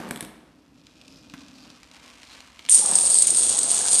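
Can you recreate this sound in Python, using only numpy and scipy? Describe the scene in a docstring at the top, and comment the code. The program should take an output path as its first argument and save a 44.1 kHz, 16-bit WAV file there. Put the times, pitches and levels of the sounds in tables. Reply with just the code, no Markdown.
"""Wooden levers knock in a carpeted room and release a ball, which rolls away down a plastic marble run,
ticking over bumps and joints. It strikes a long row of dominoes, which topple in a dense, bright clatter:
each tile rings briefly as it hits the next and thuds on the hollow cases beneath."""
import sys
import numpy as np
from scipy import signal
from scipy.fft import rfft, irfft
from scipy.io import wavfile
from scipy.ndimage import uniform_filter1d

SR = 44100
rng = np.random.default_rng(int(sys.argv[2]) if len(sys.argv) > 2 else 0)


def dump(signal):
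    """Clip the signal to [-1, 1] and save it as 16-bit WAV at the path in sys.argv[1]."""
    limited = np.clip(np.atleast_2d(signal).T, -1, 1)
    pcm = np.round(limited * 32767).astype(np.int16)
    wavfile.write(sys.argv[1], SR, pcm)


N = 176400
TIME = np.arange(N) / SR

# Level rides of the toppling row: time_s, tile_ring_db, contact_crack_db, case_thud_db
TOPPLE = [(2.696, -16, -33, -62), (2.745, -9, -31, -40.5), (2.785, -19, -27.5, -39.5),
          (2.825, -23, -36.5, -42), (2.935, -24.5, -31.5, -34), (2.99, -17, -33, -44.5),
          (3.09, -18.5, -29.5, -39.5), (3.19, -14.5, -38.5, -46.5), (3.245, -26, -29.5, -44.5),
          (3.39, -17, -31, -41), (3.52, -22, -27, -40), (3.6, -20, -31.5, -41), (3.81, -24, -27.5, -38.5),
          (3.93, -16.5, -26.5, -40.5)]
# Bright EQ of tile cracking on tile: frequency_hz, gain_db
CRACK_EQ = [(100, -48), (2000, -9.5), (3400, 1.5), (5800, 5), (7000, 10.5), (9700, 1), (11000, -3),
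            (13000, -23.5)]

TOPPLE_START_S = TOPPLE[0][0]
TILE_PITCH_SPREAD, BUMPS_PER_S = 0.024, 2400


def amp(db):
    """Decibels to gain."""
    return 10 ** (np.asarray(db) / 20)


def unit(x):
    """Scale to rms 1."""
    return x / np.sqrt(np.mean(x ** 2))


def ride(rows, column):
    """Gain over time from one dB column of a table."""
    rows = np.array(rows)
    return amp(np.interp(TIME, rows[:, 0], rows[:, column]))


def add(out, start_s, sound):
    """Mix a sound in at its start time."""
    i = min(max(int(start_s * SR), 0), N)
    out[i:i + len(sound)] += sound[:N - i]


def fade(t60, size):
    """Exponential decay, 60 dB down after t60 seconds."""
    return np.exp(-np.log(1000) * np.arange(size) / SR / t60)


def burst(t60, size=4096):
    """Decaying noise of unit energy."""
    x = rng.standard_normal(size) * fade(t60, size)
    return x / np.linalg.norm(x)


def ping(hz, t60, size=4096):
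    """One decaying mode of unit energy."""
    x = np.sin(2 * np.pi * hz * TIME[:size]) * fade(t60, size)
    return x / np.linalg.norm(x)


def patter(per_s, spread_db):
    """Random tiny impacts, their strengths scattered by spread_db; rms 1."""
    strength = amp(spread_db * np.clip(rng.standard_normal(N), -2, 2))
    return unit((rng.random(N) < per_s / SR) * strength * rng.choice([-1, 1], N))


def drift(per_s):
    """Smooth random wander, rms 1."""
    step = int(SR / per_s)
    return unit(uniform_filter1d(rng.standard_normal(N)[np.arange(N) // step], step))


def colour(x, eq, size=4096):
    """Minimum-phase EQ of unit energy through (frequency_hz, gain_db) points."""
    hz, db = np.array(eq).T
    log_hz = np.log(np.fft.rfftfreq(size, 1 / SR) + 1)
    cepstrum = irfft(np.log(amp(np.interp(log_hz, np.log(hz), db))))
    cepstrum[1:size // 2] *= 2
    cepstrum[size // 2 + 1:] = 0
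    impulse = irfft(np.exp(rfft(cepstrum)))
    return signal.fftconvolve(x, impulse / np.linalg.norm(impulse))[:N]


def room(x, wet_db, predelay_s=0.0043, size=32768):
    """Carpeted room: the direct sound plus a diffuse tail whose treble dies first."""
    noise = rng.standard_normal(size)
    low = signal.sosfilt(signal.butter(1, 2500, fs=SR, output="sos"), noise)
    tail = low * fade(t60=0.8, size=size) + (noise - low) * fade(t60=0.37, size=size)
    tail *= TIME[:size] > predelay_s
    return x + amp(wet_db) * signal.fftconvolve(x, tail / np.linalg.norm(tail))[:N]


def levers():
    """Wooden levers tick, thump and ring their frame, with a scrape that dies away."""
    # Lever knocks: start_s, thump_db, tick_db, pitch_hz
    knocks = [(.001, -9.5, -26, 1300), (.089, -20, -20, 850), (0.1096, -7, -4, 1650), (.16, -29, -12, 3430),
              (.174, -20, -18, 3500), (0.2077, -21, -6.5, 9930), (.226, -8.5, -15.5, 790),
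              (0.249, -25, -17.5, 8500)]
    # Hollow modes of the frame: pitch_hz, level_db, t60_s
    frame_modes = [(183, -37, 0.39), (234, -26.5, 0.13), (311, -29.5, 0.27)]
    # EQs of the wood's body, attack and scrape: frequency_hz, gain_db
    thump_eq = [(62, -40), (135, -12), (215, 5), (460, -2), (900, -6), (1800, -21), (4000, -21),
                (12000, -38)]
    tick_eq = [(100, -27), (1200, 7), (2100, 5), (2800, -1), (3450, 2.5), (4800, -6.5), (7000, -6.5),
               (8400, 3), (13000, -6)]
    scrape_eq = [(60, -35), (200, 7.5), (1200, -3), (4000, -16.5), (12000, -27.5)]
    thump, tick, ring = np.zeros((3, N))
    frame = sum(amp(db) * np.sin(2 * np.pi * hz * TIME) * fade(t60, N) for hz, db, t60 in frame_modes)
    for start_s, thump_db, tick_db, hz in knocks:
        add(thump, start_s, amp(thump_db) * burst(t60=0.034))
        add(ring, start_s, amp(thump_db) * frame)
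        add(ring, start_s, amp(tick_db - 4.5) * ping(hz, t60=0.0084))
        add(tick, start_s, amp(tick_db) * burst(t60=0.012))
    scrape = patter(BUMPS_PER_S, spread_db=3.5) * amp(-36.5 - 55.5 * TIME)
    wood = colour(thump, thump_eq) + colour(tick, tick_eq) + colour(scrape, scrape_eq)
    return room(wood, wet_db=-7) + room(ring, wet_db=-9.5)


def room_tone():
    """A faint, steady bed of bass-heavy air."""
    # EQ of the room's air: frequency_hz, gain_db
    air_eq = [(38, -23), (52, 9.5), (120, -5), (300, -13.5), (2000, -22.5), (13000, -35)]
    return amp(-65.5) * colour(rng.standard_normal(N), air_eq)


def rolling_ball():
    """The ball patters over the grain of the plastic track, ticks at its joints and rubs its rails."""
    # Level rides of the roll: time_s, hiss_db, rattle_db, rumble_db
    roll = [(.4, -74.5, -73, -63.5), (.7, -70, -69.5, -59.5), (.98, -61.5, -65.5, -57.5),
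            (1.14, -62, -64.5, -53), (1.25, -60.5, -64, -56), (1.52, -58, -60.5, -54.5),
            (1.68, -58.5, -57.5, -55), (1.79, -59, -61, -62), (1.95, -56.5, -58, -59.5),
            (2.34, -53.5, -56, -62.5), (2.53, -60.5, -61, -66), (2.67, -52.5, -60, -65.5)]
    # Bumps and joints in the track: start_s, level_db, pitch_hz
    joints = [(.868, -36, 3230), (1.014, -38.5, 4600), (1.08, -34, 4880), (1.298, -35.5, 3220),
              (1.338, -32.5, 1410), (1.483, -36, 4670), (1.702, -35.5, 3100), (1.832, -34, 3500),
              (1.914, -36, 5600), (2.232, -33.5, 2370), (2.4046, -30.5, 4800), (2.593, -30.5, 3320),
              (2.651, -33, 3440), (2.663, -29.5, 3450)]
    # EQs of the hiss, hollow on the near track and more even on the far: frequency_hz, gain_db
    near_eq = [(2150, -19), (2450, 4), (2850, 0), (5100, 0), (8500, -10), (13000, -27)]
    far_eq = [(1500, -9.5), (2300, 3), (5000, -1.5), (8500, -7.5), (13000, -24)]
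    # EQs of the track's hollow rattle and low rumble: frequency_hz, gain_db
    rattle_eq = [(250, -8.5), (1100, 4), (3000, -6), (8000, -24.5)]
    rumble_eq = [(70, -17), (150, -6), (215, -6), (255, 4), (295, 1), (350, -14), (600, -15), (1500, -42)]
    tick, thump, ring = np.zeros((3, N))
    rubs = rail_rubs()
    lowest_hz = min(hz for _, _, hz in joints)  # low-pitched joints thump most
    for start_s, db, hz in joints:
        add(ring, start_s, amp(db) * ping(hz, t60=0.0054))
        add(tick, start_s, amp(db + 12) * burst(t60=0.011))
        add(thump, start_s, amp(db + 17) * (lowest_hz / hz) ** 2 * burst(t60=0.063))
    wobble = amp(1.9 * drift(per_s=30))
    grain = patter(BUMPS_PER_S, spread_db=9.5) * wobble * ride(roll, column=1) * amp(1) + tick
    far = TIME > 1.78
    hiss = colour(grain * ~far, near_eq) + colour(grain * far, far_eq)
    rattle = patter(BUMPS_PER_S, spread_db=5) * wobble * ride(roll, column=2)
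    rumble = patter(BUMPS_PER_S, spread_db=0) * ride(roll, column=3) * amp(1.5)
    body = colour(rattle + thump, rattle_eq) + colour(rumble + thump, rumble_eq)
    return room(hiss + ring + rubs + body, wet_db=-8.5)


def rail_rubs():
    """The ball rubs the rails in short swells of gritty, resonant friction."""
    # Rubs: centre_s, length_s, pitch_hz, level_db
    rubs = [(1.156, 0.19, 5050, -58), (1.613, 0.18, 4630, -55), (2.303, 0.13, 4150, -53)]
    out = np.zeros(N)
    for centre_s, length_s, hz, db in rubs:
        swell = np.cos(np.pi * np.clip((TIME - centre_s) / length_s, -.5, .5))
        grit = patter(BUMPS_PER_S, spread_db=17)
        out += amp(db) * swell * unit(signal.lfilter(*signal.iirpeak(hz, Q=8.4, fs=SR), grit))
    return out


def ball_strike():
    """The ball meets the first domino with a quick double click."""
    # Contacts: start_s, level_db
    hits = [(2.688, -8), (2.6908, -5.5)]
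    # EQ of ball on tile: frequency_hz, gain_db
    strike_eq = [(200, -13), (1200, -5.5), (3800, 3), (5500, -8), (9000, 2), (13000, -30)]
    clicks = np.zeros(N)
    for start_s, db in hits:
        add(clicks, start_s, amp(db) * burst(t60=0.0091))
    return colour(clicks, strike_eq)


def tile_ring(hz, contact_s=0.00018, size=1024):
    """One struck domino rings briefly; the contact time rounds its attack."""
    # Tile modes, the main ring, then a fainter lower and a fainter higher one: pitch_ratio, level_db, t60_s
    modes = [(0.997, -0.5, 0.014), (.82, -16, 0.017), (1.1, -11, 0.02)]
    t = TIME[:size]
    attack = 1 - np.exp(-(t / contact_s) ** 2)
    ring = sum(amp(db) * fade(t60, size) * np.sin(2 * np.pi * hz * ratio * t) for ratio, db, t60 in modes)
    return attack * ring / amp(modes[0][1])


def hard_clacks(rebound_s=0.0014, rebound_db=-2.5):
    """The hardest domino collisions: a crack, a ring and two quick, weaker rebounds."""
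    # Collisions: start_s, level_db, pitch_hz
    clacks = [(2.6955, -1.5, 9090), (2.7068, -10, 9300), (2.718, -4, 8760), (2.746, 1.5, 8800),
              (2.8599, -7.5, 8400), (2.913, -7, 8600), (2.9545, 0, 8680), (2.986, -3, 8430),
              (3.1006, -7, 8500), (3.1436, -6, 8400), (3.186, -3, 8500), (3.2203, -3, 8200),
              (3.2237, -1, 8850), (3.2702, -3, 8800), (3.279, -6.5, 8700), (3.303, -13, 8750),
              (3.3042, -3.5, 8470), (3.371, -6.5, 8250), (3.496, -8, 8800), (3.5888, -2.5, 8200),
              (3.632, -7, 8540), (3.714, -4.5, 8900), (3.744, -6.5, 8240), (3.7894, -7, 8500),
              (3.8159, -10, 8600)]
    ring, crack = np.zeros((2, N))
    for start_s, db, hz in clacks:
        approach_db = 3.5 * (start_s - TOPPLE_START_S)  # cracks grow as the toppling front comes nearer
        add(crack, start_s, amp(db - 0.5 + approach_db) * burst(t60=0.008))
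        for k, (jitter, detune) in enumerate(rng.uniform(-0.7, 1, size=(3, 2))):
            contact = amp(db - 2.5 + k * rebound_db) * tile_ring(hz * (1 + TILE_PITCH_SPREAD * detune))
            add(ring, start_s + rebound_s * k * (1 + jitter / 10), contact)
    return room(ring + colour(crack, CRACK_EQ), wet_db=-6)


def tile_low_ring(start_s, detune, main_ring):
    """A tile's low mode, which varies along the row, scaled to its main ring."""
    # Low mode along the row: time_s, pitch_hz, relative_db
    low_mode = [(2.8, 6140, -16), (3.03, 4770, -15.5), (3.25, 4770, -16), (3.4, 4930, -17.5)]
    times, pitches, levels = np.array(low_mode).T
    hz = np.interp(start_s, times, pitches) * (1 + 0.086 * detune)
    gain = np.linalg.norm(main_ring) * amp(np.interp(start_s, times, levels))
    return gain * ping(hz, t60=0.013, size=len(main_ring))


def clatter(hits_per_s=620, first_hz=8810, settled_hz=8545, settle_s=0.25):
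    """Hundreds of light tile collisions ring and crack in clumps, their pitch settling slightly."""
    ring, crack = np.zeros((2, N))
    wander = 1 + 0.016 * drift(per_s=50)
    count = int(hits_per_s * (N / SR - TOPPLE_START_S))
    for k, (jitter, force, detune, edge, low_detune) in enumerate(rng.standard_normal((count, 5))):
        age_s = abs(k + jitter) / hits_per_s
        start_s = TOPPLE_START_S + age_s
        hz = settled_hz + (first_hz - settled_hz) * np.exp(-age_s / settle_s)
        main_ring = tile_ring(hz * wander[int(age_s * SR)] * (1 + TILE_PITCH_SPREAD * detune))
        strength = amp(min(force, 1.3)) * np.sign(edge)
        add(ring, start_s, strength * (main_ring + tile_low_ring(start_s, low_detune, main_ring)))
        add(crack, start_s, np.array([strength * (.5 + abs(edge))]))
    ring = unit(ring) * ride(TOPPLE, column=1) * amp(-2)
    crack = colour(unit(crack) * ride(TOPPLE, column=2), CRACK_EQ) * amp(-0.5)
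    clumps = unit(amp(2.5 * np.minimum(drift(per_s=70), 1)))
    active_share = 1 - TOPPLE_START_S * SR / N  # sets the rms over the toppling alone
    return room(np.sqrt(active_share) * clumps * (ring + crack), wet_db=-6)


def case_thuds(hits_per_s=260):
    """Falling tiles thud and slap on the hollow cases, each case at its own pitch."""
    # EQ of the cases' body: frequency_hz, gain_db
    case_eq = [(62, -10), (118, -9), (180, 4), (1380, 0), (5000, -25)]
    # Centre pitch of the case under the falling tiles: time_s, pitch_hz
    case_pitch = [(2.87, 772), (3.15, 426), (3.42, 480), (3.6, 670)]
    level = ride(TOPPLE, column=3)
    impacts = patter(hits_per_s, spread_db=3.5) * (TIME > TOPPLE_START_S)
    thuds = colour(impacts * level, case_eq) * amp(-5.5)
    slaps = np.zeros(N)
    count = int(hits_per_s * (N / SR - TOPPLE_START_S))
    for k, (jitter, force, detune) in enumerate(rng.standard_normal((count, 3))):
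        start_s = TOPPLE_START_S + abs(k + jitter) / hits_per_s
        hz = np.interp(start_s, *np.array(case_pitch).T) * np.exp(0.358 * detune)
        add(slaps, start_s, force * ping(hz, t60=0.03))
    return room(thuds + slaps * level * amp(18), wet_db=-3)


def scene():
    """Levers, ball and dominoes over the room tone, in mono."""
    dominoes = room(ball_strike(), wet_db=-6) + hard_clacks() + clatter() + case_thuds()
    return (levers() + room_tone() + rolling_ball() + dominoes)[None]


def record(dry, low_cut_hz=47, ceiling=.88, high_cut_hz=13300):
    """Thin the deep bass, round the highest peaks and cut the top."""
    thin = signal.sosfilt(signal.butter(3, low_cut_hz, "high", fs=SR, output="sos"), dry)
    oversampled = signal.resample_poly(thin, 2, 1, axis=1)
    rounded = oversampled / (1 + (oversampled / ceiling) ** 4) ** .25
    soft = signal.resample_poly(rounded, 1, 2, axis=1)
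    return signal.sosfilt(signal.ellip(8, .2, 70, high_cut_hz, fs=SR, output="sos"), soft)


dry = scene()
out = record(dry)
dump(out)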